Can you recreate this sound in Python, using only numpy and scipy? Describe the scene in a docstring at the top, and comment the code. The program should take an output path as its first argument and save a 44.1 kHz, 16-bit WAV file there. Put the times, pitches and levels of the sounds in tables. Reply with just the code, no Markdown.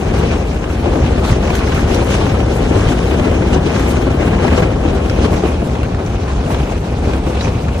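"""Inside a small nylon tent in a mountain storm, heard on a hand-held phone.
Gusts heave the walls and pump the enclosed air into a low throb; the panels drum and slap.
The loose fly rattles, snaps and crinkles as its folds buckle; blown snow and ice hiss over the cloth.
A zip pull chatters once. Near the end the phone turns away from the windward wall."""
import sys
import numpy as np
from scipy import signal
from scipy.fft import rfft, irfft
from scipy.io import wavfile
from scipy.ndimage import uniform_filter1d

SR = 44100
rng = np.random.default_rng(int(sys.argv[2]) if len(sys.argv) > 2 else 0)


def to_wav(sig):
    """Store sig (one row per channel, or 1-D mono) as 16-bit WAV at the path in sys.argv[1].

    Samples outside -1..1 are clipped; the rate is SR.
    """
    pcm = np.clip(np.atleast_2d(sig), -1, 1) * 32767
    pcm = np.round(pcm).astype(np.int16)
    wavfile.write(sys.argv[1], SR, pcm.T)  # frames by channels


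N = 343980
TIME = np.arange(N) / SR
GUST_RISE_S, GUST_FALL_S = 0.009, 0.031

# buckling fold: (frequency / centre [ratio], level [dB])
FOLD_SHAPE = [(.1, -55), (.45, 4), (1, -4), (1.5, -13.5), (2.1, -20.5), (3, -20), (8, -47)]
# coarse ice grains: (frequency [Hz], level [dB])
ICE_SPECTRUM = [(3000, -56), (6500, 7.5), (8500, 8.5), (10500, 6), (13000, 7)]


def throb(push_db, base_db=-15.5, follow=0.46):
    """The walls heave and stall, pumping the enclosed air in separate buffets."""
    # enclosed air: (frequency [Hz], level [dB])
    spectrum = [(15, -27), (25, -24), (32, -19.5), (42, -6), (55, -4), (68, -0.5), (85, -5.5), (110, -9),
                (150, -14.5), (250, -35), (500, -83.5)]
    # walls squeeze the air: (time [s], level change [dB])
    heaves = [(0.095, 0), (0.92, 2.5), (1.037, 7), (1.137, 4), (1.319, 8), (1.846, 3.5), (2.012, 4.5),
              (2.341, 2.5), (2.473, 4), (2.763, 6), (2.875, 7), (3.205, 7.5), (3.663, 2.5), (3.77, -3),
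              (3.98, 5), (4.213, -1), (4.513, 4.5), (4.635, 1), (4.889, 4), (5.209, 4), (5.293, 0.5),
              (5.547, 1.5), (5.696, 1), (5.834, 4.5), (6.163, 2.5), (6.381, 4.5), (6.534, 5), (6.619, 4.5),
              (6.795, 3.5), (6.937, 1), (7.08, 2.5), (7.266, 3), (7.352, 5.5), (7.478, 4), (7.694, 5)]
    # walls stall: (time [s], level change [dB])
    stalls = [(0.02, -6), (0.65, -6), (0.98, -7), (1.92, 0), (2.06, -3), (2.3, -6), (2.55, -3), (2.92, -6),
              (3.25, -12), (3.72, -11), (4.47, -6), (5.4, -9), (5.89, -8), (6.02, -11), (6.1, -1),
              (6.2, -1), (6.33, 2), (6.44, -3), (6.5, -9), (6.68, -7), (6.86, -15), (7.31, -11), (7.43, -4),
              (7.61, -2)]
    air = coloured(rng.standard_normal((2, N)), spectrum)
    level_db = base_db + follow * push_db + bumps(heaves, width_s=0.016) + bumps(stalls, width_s=0.022)
    return gain_of(level_db) * np.vstack([steadied(side[None], window_s=0.125) for side in air])


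def panels(push_db, flog, base_db=-16.0, follow=0.96):
    """Taut wall panels drum under dense blows of turbulent air."""
    # wall panel: (frequency [Hz], level [dB])
    spectrum = [(50, -27.5), (100, -4), (150, -1), (240, 0.5), (310, -2.5), (400, -2.5), (500, -4.5),
                (620, -9), (760, -10), (1000, -19.5), (1500, -25.5), (3000, -42), (8000, -93)]
    blows = ticks(per_s=3500, spread_db=2.0) * (1 + 0.23 * flog)
    drum = np.vstack([steadied(side[None], window_s=0.1) for side in coloured(blows, spectrum)])
    return gain_of(base_db + follow * push_db) * drum


def panel_slaps(base_db=-8.5):
    """A whole panel pulls taut with a dull slap."""
    # slaps: (time [s], relative level [dB], centre [Hz])
    slaps = [(0.113, -6, 358), (0.233, -2.5, 303), (0.661, -8, 300), (0.858, -4, 420), (0.87, -4, 378),
             (0.889, -3, 350), (0.957, -5, 440), (1.331, -9, 358), (1.506, -5, 350), (1.906, -7, 380),
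             (1.951, -5, 370), (2.012, -5, 396), (2.056, -11, 520), (2.71, -1, 338), (2.758, -0.5, 370),
             (2.906, -4.5, 328), (3.115, 0, 332), (3.197, -5, 480), (3.268, -1, 340), (3.561, 0, 362),
             (3.62, -12, 540), (3.662, -1, 340), (3.91, -7, 382), (4.067, -0.5, 420), (4.45, 0, 400),
             (4.523, -1, 318), (4.579, 0, 416), (4.6, -2.5, 400), (4.623, 0.5, 335), (4.851, -2.5, 390),
             (4.933, -9, 435), (5.246, -5, 420), (5.332, -6, 340), (5.437, 2, 378), (5.452, -4, 446),
             (5.52, -14, 540), (5.617, -3, 270), (6.002, -8, 310), (6.504, -7, 500), (6.545, -6.5, 410),
             (6.709, -13, 342), (6.719, -10.5, 398), (7.036, -8.5, 260), (7.068, -11, 335),
             (7.268, -2, 363), (7.298, -7, 418), (7.444, -10, 380), (7.47, -7, 523)]
    # slapping panel: (frequency / centre [ratio], level [dB])
    shape = [(.16, -32), (.4, -7.5), (.92, 2.5), (1.45, -4.5), (2.3, -11.5), (4.2, -29), (10, -36),
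             (26, -63)]
    out = np.zeros((2, N))
    for start_s, level_db, hz in slaps:
        slap = burst(pitched(shape, hz), rise_s=0.00041, fall_s=0.013, jerk=0.45)
        add(out, start_s, gain_of(base_db + level_db) * slap)
    return out


def fly_snaps(base_db=-2.0, rise_s=0.0003):
    """The fly cracks taut and sheds ice; each snap carries a brief narrow ring. A few low-pitched rows give the
    crisp crack of a panel slap instead."""
    # snaps: (time [s], relative level [dB], centre [Hz], ice share [dB], decay [s], ring pitch [Hz], ring share
    # [dB]); rows centred near 1.2 kHz or lower are the crisp crack of a panel slap
    snaps = [(0.641, -20, 2200, -24, .005, 2600, -8), (0.701, -21.5, 2200, -22, 0.0054, 2600, -5),
             (0.858, -14, 1200, -28, .005, 800, -5), (0.957, -16, 1200, -26, 0.0044, 800, -3),
             (1.063, -23, 2400, -17, .005, 2600, -2), (1.251, -23, 2600, -18, 0.0066, 2600, -4),
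             (1.329, -20, 2400, -18, .005, 2600, -5), (1.453, -21, 2200, -20, .006, 2700, -2),
             (1.503, -15, 2000, -13, .0058, 2450, -5), (1.552, -17.5, 3400, -5, 0.0063, 6200, -10),
             (1.591, -20, 1800, -22, .005, 2600, 0), (1.672, -27, 2600, -20, .007, 3300, -5),
             (1.695, -21, 2400, -22, .005, 2700, -4), (1.719, -20, 3000, -20, .004, 2600, -4),
             (1.746, -24, 3000, -3, .0079, 2700, -4), (1.945, -22, 4020, -1, .011, 5800, -4),
             (2.056, -28, 1400, -26, .004, 900, -7), (2.104, -20, 2210, -4, .0085, 2550, -2),
             (2.121, -20, 2200, -17, 0.0073, 2650, -6), (2.14, -21, 2230, -19, .014, 2600, 0),
             (2.213, -12.5, 1300, -25, .0062, 2550, -13), (2.266, -18, 1800, -13, .0076, 2600, -8),
             (3.113, -19, 2200, -24, .0051, 2600, -2), (3.197, -15.5, 2200, -26, .005, 3180, -6),
             (3.247, -20, 1900, -21, 0.0066, 2550, -7), (3.532, -26, 3200, -17, .016, 2820, 5),
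             (3.547, -21, 1900, -18, .007, 3400, -8), (3.621, -20, 1200, -28, .004, 800, -3),
             (3.76, -22.5, 2000, -24, .007, 2600, -1), (3.795, -19, 2400, -9, .01, 6300, -12),
             (4.447, -23, 1700, -24, .005, 2600, -4), (4.48, -13.5, 1740, -16, .004, 1950, -2),
             (4.528, -15, 1700, -20, .006, 2600, -6), (4.577, -16.5, 2780, -24, 0.0084, 2900, -5),
             (4.622, -14, 1300, -28, .006, 2600, -13), (5.097, -15.5, 2970, -23, 0.0053, 5500, -8),
             (5.245, -19.5, 2200, -18, 0.02, 3200, -6), (5.25, -13, 1700, -24, 0.0032, 2600, -8),
             (5.332, -17, 1500, -21, 0.0053, 1050, -4), (5.437, -22, 1200, -28, 0.0046, 695, -10),
             (5.52, -21, 1300, -26, .004, 800, -3), (5.752, -20, 2380, -22, 0.0094, 2600, -9),
             (5.831, -17, 1490, -11, .0068, 2670, -6), (5.946, -19, 2000, -24, .005, 2600, -11),
             (6.062, -32, 5500, -14, .0051, 6200, 3), (6.302, -20, 1700, -24, 0.0073, 2600, -11),
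             (6.504, -18, 1000, -28, 0.0043, 795, -3), (6.518, -23, 1700, -24, .006, 2600, -5),
             (6.545, -14, 1900, -28, 0.0032, 3080, -2.5), (6.72, -22, 2400, -26, .0045, 2720, -2),
             (7.135, -22, 3400, -21, .01, 2600, -2), (7.409, -19.5, 3400, -18, 0.006, 3870, 0),
             (7.417, -24, 3400, -22, .004, 4000, -4), (7.444, -29, 2800, -24, 0.0055, 3300, -7),
             (7.471, -20, 1300, -23, .006, 800, -8), (7.481, -24.5, 2600, -22, .006, 2700, -7),
             (7.684, -19.5, 2200, -25, 0.0068, 2600, -5)]
    # narrow ring, mostly the phone microphone's resonance near 2.6 kHz:
    # (frequency / pitch [ratio], level [dB])
    ring_shape = [(.2, -61), (.6, -19), (.86, -9), (1, 1), (1.16, -11.5), (1.6, -27), (5, -42)]
    out = np.zeros((2, N))
    for start_s, level_db, hz, ice_db, fall_s, ring_hz, ring_db in snaps:
        crack = burst(pitched(FOLD_SHAPE, hz), rise_s, fall_s, jerk=0.55)
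        shed_ice = gain_of(ice_db) * burst(ICE_SPECTRUM, rise_s=0.0006, fall_s=fall_s)
        ring = gain_of(ring_db) * burst(pitched(ring_shape, ring_hz), rise_s, fall_s, jerk=0.55)
        add(out, start_s, gain_of(base_db + level_db) * (crack + shed_ice + ring))
    return out


def fly_rattle(shake_db, flog, base_db=-28.5):
    """Creases of the outer sheet buckle, harder with each whip."""
    # rattling fly: (frequency [Hz], level [dB])
    spectrum = [(300, -39.5), (700, 3), (1050, 1.5), (1400, -1), (1950, -5), (2480, 0.5), (2900, -4.5),
                (3400, -10), (4300, -16.5), (6000, -21.5), (9000, -21), (13000, -60)]
    creases = ticks(per_s=5000, spread_db=0.5) * (1 + 0.25 * flog)
    creases = patchy(creases, depth_db=2.0, patch_cells=5)
    return gain_of(base_db + shake_db) * steadied(coloured(creases, spectrum), window_s=0.99)


def fly_crinkles(shake_db, drift_db, base_db=-36.0):
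    """Folds of many sizes pop singly, louder when the fly flutters or snow loads it."""
    # bouts of flutter: (start [s], length [s], level change [dB])
    flutters = [(1.23, 0.12, -2), (1.42, 0.32, 2), (2.08, 0.1, -1), (4.2, 0.18, 3), (4.42, 0.2, 6.5)]
    pops = np.zeros((2, N))
    for hz in np.geomspace(1300, 5000, 8):
        pop = burst(pitched(FOLD_SHAPE, hz), rise_s=0.0003, fall_s=0.0042, jerk=0.3)
        triggers = ticks(per_s=32, spread_db=0.5)[:1]
        pops += signal.oaconvolve(triggers, pop, axes=1)[:, :N] / hz ** 0.87
    flutter_db, = swells(flutters, GUST_RISE_S, GUST_FALL_S)
    return gain_of(base_db + shake_db + 0.35 * drift_db + flutter_db) * unit_rms(pops)


def snow(load_db, flog, base_db=-38.5):
    """Fine snow scours the nylon, a little harder with each whip."""
    # snow on nylon: (frequency [Hz], level [dB])
    spectrum = [(1000, -24), (2500, 1.5), (3600, 2.5), (4600, -0.5), (6000, 2), (8000, -7), (10000, -8),
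                (13000, -32)]
    grains = ticks(per_s=14000, spread_db=-1.0) * (1 + 0.1 * flog)
    grains = patchy(grains, depth_db=2.0, patch_cells=9)
    return gain_of(base_db + load_db) * steadied(coloured(grains, spectrum), window_s=1.0)


def ice(load_db, base_db=-45.3, flurry_db=4.0, flurry_hz=12):
    """Coarse grains spatter on the fly in uneven flurries."""
    grains = patchy(ticks(per_s=6000, spread_db=2.9), depth_db=1.5, patch_cells=7)
    level_db = base_db + load_db + flurry_db * wander(flurry_hz)
    return gain_of(level_db) * steadied(coloured(grains, ICE_SPECTRUM), window_s=0.3)


def zip_pull():
    """A small metal pull rings with a few quick taps close to the phone."""
    # taps: (time [s], level [dB])
    taps = [(1.5524, -23), (1.553, -24), (1.5546, -20), (1.556, -26), (1.5594, -39)]
    # metal modes: (frequency [Hz], level [dB], t60 [s])
    modes = [(5900, -5, .009), (13030, -10, 0.0054)]
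    t = np.arange(SR // 50) / SR
    ring = sum(gain_of(db - 60 * t / t60_s) * np.sin(2 * np.pi * hz * t) for hz, db, t60_s in modes)
    out = np.zeros((2, N))
    for start_s, level_db in taps:
        add(out, start_s, gain_of(level_db) * np.array([ring, ring]))
    return out


def flogging(rate_hz=51.46, unevenness=0.5, rise_s=0.01, fall_s=0.0058, spread_db=1.0):
    """Envelope of loose cloth: waves reach its edge at an uneven rate, each ending in a whip."""
    cycles = np.cumsum(rate_hz * np.exp(unevenness * wander(rate_hz))) / SR
    strength = gain_of(spread_db * np.clip(rng.standard_normal(N), -2, 2))
    whips = np.diff(np.floor(cycles), prepend=0) * strength
    return unit_rms(signal.oaconvolve(whips, pulse(SR // 10, rise_s, fall_s))[:N])


def phone_ports(x):
    """Two signals become the sound at a turning phone's two ports: alike in bass, apart in treble."""
    # facing the wall: (frequency [Hz], coherence [0-1], left lead [rad], left minus right [dB])
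    facing = [(90, 0.998, 0.0, 0.1), (200, 0.986, 0.2, 2.7), (350, 0.965, 0.1, 5.8), (480, 0.82, 0.1, 9.3),
              (620, 0.51, -0.6, 9.5), (880, 0.53, -1.2, 4.8), (1100, 0.58, -0.6, 1.5),
              (1550, 0.81, 0.05, 0.7), (1900, 0.56, 0.8, 0.2), (2080, 0.27, 1.7, 0.0),
              (2240, 0.55, 3.0, 0.3), (2430, 0.85, 3.15, 0.6), (2600, 0.89, 3.2, 0.7),
              (2770, 0.7, 3.3, 0.8), (2930, 0.32, 3.9, 0.7), (3400, 0.12, 4.8, 0.6), (4100, 0.5, 6.4, 0.1),
              (4700, 0.08, 6.9, 0.0), (5200, 0.04, 7.2, 0.0), (6400, 0.29, 6.9, -0.2),
              (7600, 0.27, 8.8, -0.3), (9000, 0.55, 9.2, -0.4), (12000, 0.52, 9.6, 0.4)]
    # turned away: same columns
    away = [(90, 0.999, 0.0, 0.2), (330, 0.957, -0.1, 2.9), (500, 0.82, -0.5, 6.5), (800, 0.74, -1.2, 3.2),
            (1250, 0.51, -1.0, -1.3), (1900, 0.49, -0.8, 1.1), (2500, 0.54, -1.9, 0.3),
            (3300, 0.08, -1.5, -1.1), (4100, 0.38, 0.3, -1.0), (5200, 0.07, -0.2, -0.6),
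            (9000, 0.24, 2.7, -0.4), (12000, 0.36, 3.3, 0.1)]
    # phone's pose: (time [s], turn [0 facing - 1 away])
    poses = [(0, 0.2), (1.2, 0.37), (2.5, 0.019), (4.55, 0.033), (5.0, 0.19), (5.67, 0.8), (7.8, 1)]
    # shading by its body when turned away: (frequency [Hz], gain [dB])
    shading = [(100, 0), (170, 0.5), (330, -2), (520, -1), (800, 0.5), (1600, -2.5), (2600, -4),
               (4100, -1.1), (8000, -3.5), (12500, -5)]
    hz, t, (left, other) = signal.stft(x, SR, nperseg=1024, noverlap=768)
    turn = np.clip(np.interp(t, *np.transpose(poses)), 0, 1)
    coherence, left_db = 0, 0
    for table, weight in (facing, 1 - turn), (away, turn):
        likeness, lead_rad, balance_db = columns_at(table, hz)
        coherence += np.outer(np.clip(likeness, 0, 1) * np.exp(-1j * lead_rad), weight)
        left_db += np.outer(balance_db, weight)
    right = coherence * left + np.sqrt(np.maximum(1 - abs(coherence) ** 2, 0)) * other
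    ratio = gain_of(left_db)
    pair = np.array([ratio * left, right]) * np.sqrt(2 / (1 + ratio ** 2))
    shade = gain_of(np.outer(columns_at(shading, hz)[0], turn))
    return signal.istft(pair * shade, SR, nperseg=1024, noverlap=768)[1][:, :N]


def burst(spectrum, rise_s, fall_s, jerk=0):
    """An optional opening jerk, then a quick run of tiny blows that dies away."""
    envelope = pulse(SR // 8, rise_s, fall_s)
    envelope[0] = jerk * np.linalg.norm(envelope)
    sound = coloured(rng.choice([-1., 1.], (2, len(envelope))) * envelope, spectrum)
    return sound * np.linalg.norm(envelope) / np.linalg.norm(sound, axis=1, keepdims=True)


def ticks(per_s, spread_db):
    """Two trains of random blows of uneven size, rms 1."""
    size = gain_of(spread_db * np.minimum(rng.exponential(1, (2, N)), 4))
    return unit_rms(size * rng.choice([-1, 1], (2, N)) * (rng.random((2, N)) < per_s / SR))


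def patchy(x, depth_db, patch_cells):
    """Each band swells and fades by itself, in slow patches."""
    cells = signal.stft(x, SR, nperseg=256)[2]
    field = rng.standard_normal(cells.shape[1:])
    for _ in range(2):
        field = uniform_filter1d(uniform_filter1d(field, patch_cells, 0), patch_cells, 1)
    return signal.istft(cells * gain_of(depth_db * unit_rms(field)), SR, nperseg=256)[1][:, :N]


def coloured(x, spectrum, size=4096):
    """Minimum-phase filter: each blow starts sharply and rings out with this spectrum."""
    level_db, = columns_at(spectrum, abs(np.fft.fftfreq(size, 1 / SR)))
    response = np.exp(np.conj(signal.hilbert(np.log(gain_of(level_db)))))
    ring = np.fft.ifft(response).real[:size // 2]
    return signal.oaconvolve(x, ring[None], axes=1)[:, :x.shape[1]]


def steadied(x, window_s):
    """Holds rms near 1 over the window; faster flutter stays."""
    window = signal.windows.hann(int(window_s * SR))
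    energy = signal.fftconvolve((x ** 2).mean(0), window, "same")
    power = energy / signal.fftconvolve(np.ones(N), window, "same")
    return x / np.sqrt(abs(power) + 1e-20)


def wander(cutoff_hz):
    """Slow random curve, rms 1."""
    hz = np.fft.rfftfreq(N, 1 / SR)
    return unit_rms(irfft(rfft(rng.standard_normal(N)) / (1 + (hz / cutoff_hz) ** 4), N))


def swells(rows, rise_s, fall_s):
    """Each row rises, holds and falls; one dB curve per level column."""
    start_s, length_s, *levels_db = np.transpose(rows)
    age_s = TIME - start_s[:, None]
    shape = np.clip(np.minimum(age_s / rise_s, 1 - (age_s - length_s[:, None]) / fall_s), 0, 1)
    return np.array(levels_db) @ shape


def bumps(rows, width_s):
    """A Gaussian rise or dip in dB around each time."""
    return sum(db * np.exp(-((TIME - centre_s) / width_s) ** 2) for centre_s, db in rows)


def pulse(samples, rise_s, fall_s):
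    t = np.arange(samples) / SR
    return (1 - np.exp(-t / rise_s)) * np.exp(-t / fall_s)


def pitched(shape, centre_hz):
    """Moves a spectral shape to a centre pitch."""
    return [(centre_hz * ratio, db) for ratio, db in shape]


def columns_at(table, hz):
    """Interpolates each column over log frequency."""
    table_hz, *columns = np.transpose(table)
    return [np.interp(np.log(hz + 1), np.log(table_hz + 1), column) for column in columns]


def add(mix, start_s, sound):
    part = mix[:, round(start_s * SR):][:, :sound.shape[1]]
    part += sound[:, :part.shape[1]]


def gain_of(db):
    return 10 ** (np.asarray(db) / 20)


def unit_rms(x):
    return x / np.sqrt(np.mean(x ** 2) + 1e-20)


def scene():
    """Wind and gusts load the tent; one flogging motion runs through panels, fly and snow."""
    # wind between gusts: (time [s], relative level [dB])
    wind = [(0, -1.7), (0.35, -2.5), (0.6, -5.5), (1.05, -0.1), (1.75, 0.7), (2.25, 1), (2.6, 0.0),
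            (3.45, 0.5), (4.0, -0.5), (4.45, 2.5), (4.75, -1), (5.1, -2), (5.7, -3), (6.15, -5.5),
            (6.5, -2.5), (6.85, -5), (7.1, -4.5), (7.8, -4)]
    # snow carried by the wind: (time [s], relative load [dB])
    drift = [(0, 0), (0.6, -3), (1.1, 1.5), (1.6, 2), (2.13, 6), (2.24, 2.5), (2.45, 0), (3.0, 3.5),
             (3.448, -1.2), (4.4, -1.5), (4.75, -3), (5.35, 0.5), (5.95, -3), (6.45, 0.5), (7.2, -2),
             (7.8, 0.5)]
    # gusts: (start [s], length [s], push on panels [dB], shake of fly [dB])
    gusts = [(0.13, 0.23, 2, 3.5), (0.84, 0.17, 2.5, 1), (1.23, 0.092, -0.5, 4.5), (1.42, 0.054, -1.5, 0),
             (1.49, 0.32, -1.5, 2), (1.88, 0.084, 0.5, 2), (2.08, 0.22, -0.5, 1.5), (2.75, 0.17, 0.5, 3),
             (3.19, 0.14, 1.5, 1), (3.52, 0.031, 4, 3), (3.65, 0.32, 1, 3.5), (4.2, 0.067, 0.5, 3.5),
             (4.4, 0.24, 0, 3.5), (4.83, 0.15, 1, 1.5), (5.16, 0.218, 4, 2.5), (5.42, 0.12, 1, 2.5),
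             (6.275, 0.03, -2.5, 3), (6.5, 0.12, 1, 3), (6.69, 0.036, 1, 3), (7.02, 0.15, 3.5, 2.5),
             (7.258, 0.034, 1.5, 4.5), (7.345, 0.13, 1, 4)]
    # drift thrown on the fly: (start [s], length [s], snow [dB], ice [dB])
    spurts = [(0.29, 0.12, 3, 2), (1.04, 0.034, 3.5, 6), (1.235, 0.081, 2.5, 6), (1.41, 0.06, 1.5, -2),
              (1.545, 0.022, 4, 5), (1.94, 0.092, 1.5, -3), (2.095, 0.06, 6, -5), (3.515, 0.031, 9.5, -2),
              (3.635, 0.04, 5.5, -4), (3.7, 0.22, 3.5, 5.5), (3.76, 0.055, 1.5, 2), (4.555, 0.031, 12, -7),
              (5.19, 0.074, 5, -3), (7.27, 0.082, 3.5, 2), (7.37, 0.13, 3.5, -4)]
    # instants of slack cloth, and a few slight lifts: (time [s], level change [dB])
    lulls = [(0.42, 0.5), (1.39, -1), (2.045, -5.5), (3.595, -0.5), (2.56, -0.5), (2.95, -1), (3.42, 0),
             (4.02, 2), (4.72, 0.5), (5.41, 1), (6.47, 1), (6.66, -0.5), (6.8, -5), (7.22, -1.5),
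             (7.62, -0.5)]
    wind_db, drift_db = (np.interp(TIME, *np.transpose(curve)) for curve in (wind, drift))
    gust_push_db, gust_shake_db = swells(gusts, GUST_RISE_S, GUST_FALL_S)
    spurt_snow_db, spurt_ice_db = swells(spurts, rise_s=0.031, fall_s=0.0092)
    eddy_db = 0.6 * wander(cutoff_hz=29)  # small eddies move the whole tent together
    waver_db = bumps(lulls, width_s=0.013) + eddy_db
    jolt_db = gust_shake_db + waver_db
    push_db = wind_db + gust_push_db + waver_db
    shake_db = 0.39 * wind_db + 0.34 * drift_db + jolt_db
    flog = flogging()
    cloth = panels(push_db, flog) + fly_rattle(shake_db, flog) + fly_crinkles(shake_db, drift_db)
    flaps = fly_snaps() + panel_slaps()
    hiss = snow(1.04 * drift_db + 0.88 * jolt_db + spurt_snow_db, flog)
    spatter = ice(drift_db + 0.58 * jolt_db + spurt_ice_db)
    return phone_ports(throb(push_db) + cloth + flaps + hiss + spatter) + zip_pull()


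def record(dry, cutoff_hz=13200):
    """Soft clip, then low-pass."""
    rounded = dry / (1 + dry ** 6) ** (1 / 6)
    kernel = signal.firwin(511, cutoff_hz, window=("kaiser", 9), fs=SR)
    return signal.oaconvolve(rounded, kernel[None], "same")


dry = scene()
out = record(dry)
to_wav(out)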